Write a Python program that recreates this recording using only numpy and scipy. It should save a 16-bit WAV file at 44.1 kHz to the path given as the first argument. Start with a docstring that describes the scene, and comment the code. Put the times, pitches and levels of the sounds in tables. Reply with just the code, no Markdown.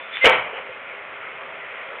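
"""A refuse truck's packer blade squeezes a plastic bag in the steel hopper, over engine and hydraulics.
First the stretched bag hisses, whistles and snaps, and a pinhole squeals. At about 0.24 s the film rips:
torn edges squeak, puffs of air thump the cavity, and the bang overloads a small narrow-band recorder.
The bang rebounds and the steel panels ring down. From 0.5 s the rubbish slides and knocks as it settles,
then it scrapes along the steel while the crackle and the din of the machinery go on."""
import sys
import numpy as np
from scipy import signal
from scipy.fft import rfft, irfft
from scipy.io import wavfile

SR = 44100
rng = np.random.default_rng(int(sys.argv[2]) if len(sys.argv) > 2 else 0)


def pcm_store(signal):
    """Save signal as 16-bit PCM."""
    levels = np.round(np.clip(np.atleast_2d(signal), -1, 1) * 32767)
    wavfile.write(sys.argv[1], SR, levels.astype(np.int16).T)


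N = 88200
TIME = np.arange(N) / SR
RISE_S = 0.0024  # onset of the bang and of each tone burst


# rips of the film: start_s, level_db, resonance_hz, width_hz, t60_s
FILM_RIPS = [(0.2392, -20, 1380, 1790, 0.18), (0.244, -12, 2600, 900, 0.037), (.2515, -11, 2700, 894, 0.12),
             (0.2598, -8.5, 2020, 1378, 0.082), (0.276, -11.5, 950, 700, .05), (0.305, -20, 1300, 920, .08),
             (0.3165, -17, 2100, 900, .08)]

def rips():
    """Fracture: the film fails in quick steps, each a decaying burst of resonant noise."""
    return dull(sum(from_db(db) * fade(start, t60) * rms_one(resonance(noise(), hz, width))
                    for start, db, hz, width, t60 in FILM_RIPS))


# puffs of air: start_s, level_db, pitch_hz, t60_s
AIR_PUFFS = [(.2415, -6.5, 514, 0.034), (.2655, -2.5, 480.6, .06), (.293, -15, 492, 0.032)]

def puffs():
    """Cavity resonance: escaping air thumps the hollow of the hopper."""
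    return tone_bursts(AIR_PUFFS, wander=0.042)


# squeaks of torn edges: start_s, level_db, pitch_hz, t60_s
EDGE_SQUEAKS = [(.2512, -8.5, 2860, .09), (.318, -13.5, 2070, .11)]

def squeaks():
    """Flow-induced vibration: torn edges sound briefly in the escaping air."""
    return tone_bursts(EDGE_SQUEAKS, wander=0.011)


# spectrum of the bang: frequency_hz, relative_db
BANG_SPECTRUM = [(30, -30), (70, -23), (150, -19), (320, -18), (500, -3), (640, -5.5), (950, -7),
                 (1350, -8), (1780, -11.5), (2050, -5), (2400, -3.5), (2650, -10.5), (3100, -8),
                 (3600, -26.5), (4000, -32.5), (4500, -54.5)]
# reverberation time of the hopper: frequency_hz, t60_s
BANG_DECAY = [(100, 0.61), (500, 0.61), (1200, 0.72), (2200, 0.6), (3600, .42)]
# the bang and its rebound: start_s, peak_s, peak_db, t60_factor
BANG_SWELLS = [(.238, 0.272, -11.5, .42), (.29, 0.322, -18, 1.013)]

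def bang(rise_db=7, flutter_db=1.0):
    """Reverberation: sound builds between the steel walls, rebounds and dies away band by band."""
    parts = bands(coloured(noise(), BANG_SPECTRUM))
    wash = 0
    for start, peak, db, t60_factor in BANG_SWELLS:
        build = ramp(TIME - start, RISE_S) * level([(start, db - rise_db), (peak, db)])
        age = np.maximum(TIME - peak, 0)
        for hz, band in parts:
            decay = from_db(-60 * age / (t60_factor * at_hz(BANG_DECAY, hz)))
            wash = wash + build * decay * np.roll(band, int(start * SR))  # shift decorrelates the swells
    return wash * from_db(flutter_db * drift(60))


# modes of the steel hopper: pitch_hz, peak_db
PANEL_MODES = [(474, -23.5), (525, -23.5), (712, -30.5), (839, -29.5), (915, -20), (1130, -25.5),
               (1318, -18), (1550, -23), (1890, -25.5), (2082, -25.5), (2260, -13.5), (2395, -28.5),
               (2607, -24), (2860, -31)]

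def panels(t60_s=.33):
    """Modal vibration: the bang drives the steel panels, which ring at their natural frequencies."""
    drive = noise() * fade(start=.25, t60=0.22)
    return sum(from_db(db) * peak_one(ring(drive, hz, t60_s)) for hz, db in PANEL_MODES)


def squeal(start_s=.212, peak_s=.238, end_s=.249, pitch_hz=2077, hum_hz=530):
    """Self-excited oscillation: a pinhole squeals and the cavity hums, swelling until the film fails."""
    swell = level([(start_s, -21.5), (peak_s, -10)])
    gate = ramp(TIME - start_s, .001) * ramp(end_s - TIME, 0.0044)
    roughness = 1 + 0.079 * drift(249)
    hum = from_db(-20.5) * np.sin(2 * np.pi * hum_hz * TIME)
    return swell * gate * roughness * (np.sin(2 * np.pi * pitch_hz * TIME) + hum)


# envelope of the leak: time_s, level_db
HISS_LEVEL = [(0, -47.5), (.09, -53), (.135, -35.5), (.17, -31), (.205, -34), (.24, -24), (.27, -81)]
# spectrum of the leak: frequency_hz, relative_db
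HISS_SPECTRUM = [(300, -27), (1300, -12.5), (2200, -3), (2600, -4.5), (3050, -7), (3450, -11.5),
                 (3700, -19.5), (4400, -41)]

def hiss():
    """Turbulence: air leaking from the stretched bag makes broadband noise."""
    return level(HISS_LEVEL) * coloured(noise(), HISS_SPECTRUM)


# envelope of the whistle: time_s, level_db
WHISTLE_LEVEL = [(0, -50), (.1, -61), (.13, -37), (.175, -38), (.205, -51), (.24, -49), (.27, -81.5)]

def whistle():
    """Sharp resonance: a narrow band of the leak's noise is heard as a thin pitch."""
    return level(WHISTLE_LEVEL) * narrow_noise(hz=3488, width_hz=120)


def snap(start_s=.1699, peak_db=-11.5):
    """Impulse response: the stretching plastic gives one heavily damped click."""
    click = signal.unit_impulse(N, int(start_s * SR)) + 1e-18
    return from_db(peak_db) * peak_one(dull(resonance(click, hz=2050, width_hz=520)))


# envelope of the slide: time_s, level_db
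SLIDE_LEVEL = [(.4, -57), (.5, -47), (.555, -32.5), (.61, -35.5), (.66, -53), (.8, -54)]
# spectrum of the slide: frequency_hz, relative_db
SLIDE_SPECTRUM = [(80, -13.5), (300, -18), (450, 3), (900, 2.5), (1700, -0.5), (2400, 3), (3050, 0.5),
                  (3400, -19.5), (4300, -36.5)]

def slide():
    """Sliding friction: rubbish slips into the gap with a grainy rush."""
    return level(SLIDE_LEVEL) * coloured(noise() + .5 * rms_one(grains()), SLIDE_SPECTRUM)


# knocks of rubbish: start_s, level_db, pitch_hz, t60_s
SOFT_KNOCKS = [(.53, -30.5, 431.5, 0.065), (.597, -31, 520, .1), (.69, -31, 519, 0.11),
               (.695, -47, 105, 0.1)]

def knocks():
    """Damped vibration: each soft impact of settling rubbish leaves a short low tone."""
    return tone_bursts(SOFT_KNOCKS, wander=0.042)


# scrapes of rubbish: peak_s, length_s, level_db, resonance_hz
STEEL_SCRAPES = [(0.908, 0.074, -40, 2260), (1.25, .1, -40, 1350), (1.278, 0.065, -39, 2145),
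                 (1.423, .07, -41, 1090), (1.805, .1, -39.5, 1990), (1.934, .06, -40, 1330),
                 (1.944, 0.092, -40.5, 530)]

def scrapes():
    """Friction-driven resonance: rubbish rubs along the steel in bell-shaped swells."""
    out = 0
    for peak, length, db, hz in STEEL_SCRAPES:
        swell = np.exp(-2 * ((TIME - peak) / length) ** 2)
        out = out + from_db(db) * swell * narrow_noise(hz, width_hz=280)
    return dull(out)


# envelope of the din: time_s, relative_db
DIN_ENVELOPE = [(0, -36), (.09, -37.5), (.3, -41), (.7, -38), (.8, -38.5), (1.08, -37), (1.27, -38),
                (1.55, -37.5), (1.75, -37), (2, -37.5)]
# spectrum of the din and the crackle: frequency_hz, relative_db
DIN_SPECTRUM = [(18, -58.5), (30, -31.5), (130, -18), (190, -18.5), (265, -15), (341, -13.5), (371, -16),
                (395, -5.5), (430, -8.5), (530, -1), (577, -4), (654, -2), (757, -7.5), (1390, -2.5),
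                (1580, -5), (2070, -1.5), (2500, -3.5), (2780, -9.5), (3290, -13), (4050, -37),
                (4500, -49.5), (5850, -82.5), (9900, -120)]

def din(gain_db=0.5, flicker_db=1.18):
    """Broadband machine noise: engine and hydraulics rush, each band wavering independently."""
    rush = sum(band * from_db(flicker_db * drift(7)) * bass_gain(hz)
               for hz, band in bands(coloured(noise(), DIN_SPECTRUM)))
    return from_db(gain_db) * level(DIN_ENVELOPE) * rms_one(rush)


def crackle(level_db=-44.5):
    """Shot noise: rubbish under the blade gives way in many tiny cracks."""
    return from_db(level_db) * coloured(grains(), DIN_SPECTRUM)


# tones of engine and pump: pitch_hz, relative_db
MACHINE_TONES = [(403.7, -54.5), (538.3, -53), (646.0, -61), (1389, -50.5), (2132, -49), (2466, -54)]

def whine(gain_db=-3, wander=0.00397):
    """Periodic motion: engine and pump give off slightly wavering tones."""
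    return sum(from_db(db + gain_db) * np.sqrt(2) * wavering_sine(hz, wander, rate_hz=8) * bass_gain(hz)
               for hz, db in MACHINE_TONES)


# the machinery's bass against its treble: time_s, relative_db
BASS_BALANCE = [(0, -0.5), (.17, -6.5), (.5, 2.5), (1, -0.5), (1.45, 2), (1.93, -1.5)]

def bass_gain(hz, edge_hz=700):
    """Amplitude modulation: the machinery's low frequencies slowly sink and swell."""
    return level(BASS_BALANCE) if hz < edge_hz else 1


def from_db(db):
    """Decibels to amplitude ratio."""
    return 10 ** (np.asarray(db) / 20)


def rms_one(x):
    """Normalisation to unit rms."""
    return x / np.sqrt(np.mean(x ** 2) + 1e-20)


def peak_one(x):
    """Normalisation to unit peak."""
    return x / np.abs(x).max()


def level(rows):
    """Amplitude envelope from rows of time_s, level_db."""
    return from_db(np.interp(TIME, *np.transpose(rows)))


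def ramp(age, length_s):
    """Linear rise from 0 to 1."""
    return np.clip(age / length_s, 0, 1)


def fade(start, t60):
    """Exponential decay from 1, falling 60 dB in t60 seconds."""
    return (TIME >= start) * from_db(-60 * np.maximum(TIME - start, 0) / t60)


def at_hz(points, hz):
    """Interpolation on a log-frequency axis."""
    f, value = np.transpose(points)
    return np.interp(np.log(np.maximum(hz, 1)), np.log(f), value)


def coloured(x, spectrum):
    """Spectral shaping, at unit rms."""
    return rms_one(irfft(rfft(x) * from_db(at_hz(spectrum, np.fft.rfftfreq(N, 1 / SR))), N))


def noise():
    """White noise."""
    return rng.standard_normal(N)


def grains(per_s=180, spread_db=0.5):
    """Poisson process: random clicks of uneven size."""
    sizes = from_db(spread_db * np.minimum(rng.exponential(1, N), 3)) * rng.choice([-1, 1], N)
    return sizes * (rng.random(N) < per_s / SR)


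def drift(rate_hz):
    """Low-pass noise: a random wander of unit rms."""
    return rms_one(irfft(rfft(noise()) / (1 + (np.fft.rfftfreq(N, 1 / SR) / rate_hz) ** 2), N))


def bands(x):
    """Filter bank: (centre_hz, signal) pairs, half an octave apart, that sum to the whole."""
    centres = 60 * 2 ** np.arange(0, 6.6, .5)
    hz, whole = np.fft.rfftfreq(N, 1 / SR), rfft(x)
    return [(c, irfft(whole * np.interp(hz, centres, centres == c), N)) for c in centres]


def resonance(x, hz, width_hz):
    """Two-pole band-pass."""
    r = np.exp(-np.pi * width_hz / SR)
    return signal.lfilter([1, 0, -1], [1, -2 * r * np.cos(2 * np.pi * hz / SR), r * r], x)


def narrow_noise(hz, width_hz):
    """Noise through two like resonances in series, at unit rms."""
    return rms_one(resonance(resonance(noise(), hz, width_hz), hz, width_hz))


def ring(x, hz, t60):
    """Damped harmonic oscillator driven by x."""
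    r, w = from_db(-60 / (t60 * SR)), 2 * np.pi * hz / SR
    return signal.lfilter([0, np.sin(w)], [1, -2 * r * np.cos(w), r * r], x + 1e-18)


def dull(x, top_hz=3280):
    """Low-pass: the treble above top_hz falls away steeply."""
    return signal.sosfilt(signal.butter(8, top_hz, fs=SR, output="sos"), x)


def wavering_sine(hz, wander, rate_hz):
    """Random frequency modulation; wander is the rms fraction of the pitch."""
    return np.sin(2 * np.pi * np.cumsum(hz * (1 + wander * drift(rate_hz))) / SR)


def tone_bursts(rows, wander):
    """Damped sinusoids with a quick rise and an unsteady pitch."""
    out = 0
    for start, db, hz, t60 in rows:
        rise = np.sin(np.pi / 2 * ramp(TIME - start, RISE_S)) ** 2
        out = out + from_db(db) * rise * fade(start, t60) * wavering_sine(hz, wander, rate_hz=150)
    return out


def scene():
    """Superposition: all sources add at the mouth of the hopper, in mono."""
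    machinery = din() + whine()
    rubbish = slide() + scrapes() + crackle() + knocks()
    bag = snap() + squeal() + whistle() + hiss() + rips() + squeaks() + puffs()
    hopper = bang() + panels()
    return (bag + hopper + rubbish + machinery)[None]


def record(dry, band_edge_hz=4260, overload=.71, rumble_hz=45, top_hz=15400):
    """Band limiting and clipping: a narrow-band recorder overloads on the bang, then trims both ends."""
    narrow = signal.sosfilt(signal.butter(16, band_edge_hz, fs=SR, output="sos"), dry)
    clipped = np.clip(narrow, -overload, overload)
    no_rumble = signal.sosfilt(signal.butter(1, rumble_hz, "high", fs=SR, output="sos"), clipped)
    return signal.sosfilt(signal.cheby1(14, .1, top_hz, fs=SR, output="sos"), no_rumble)


dry = scene()
out = record(dry)
pcm_store(out)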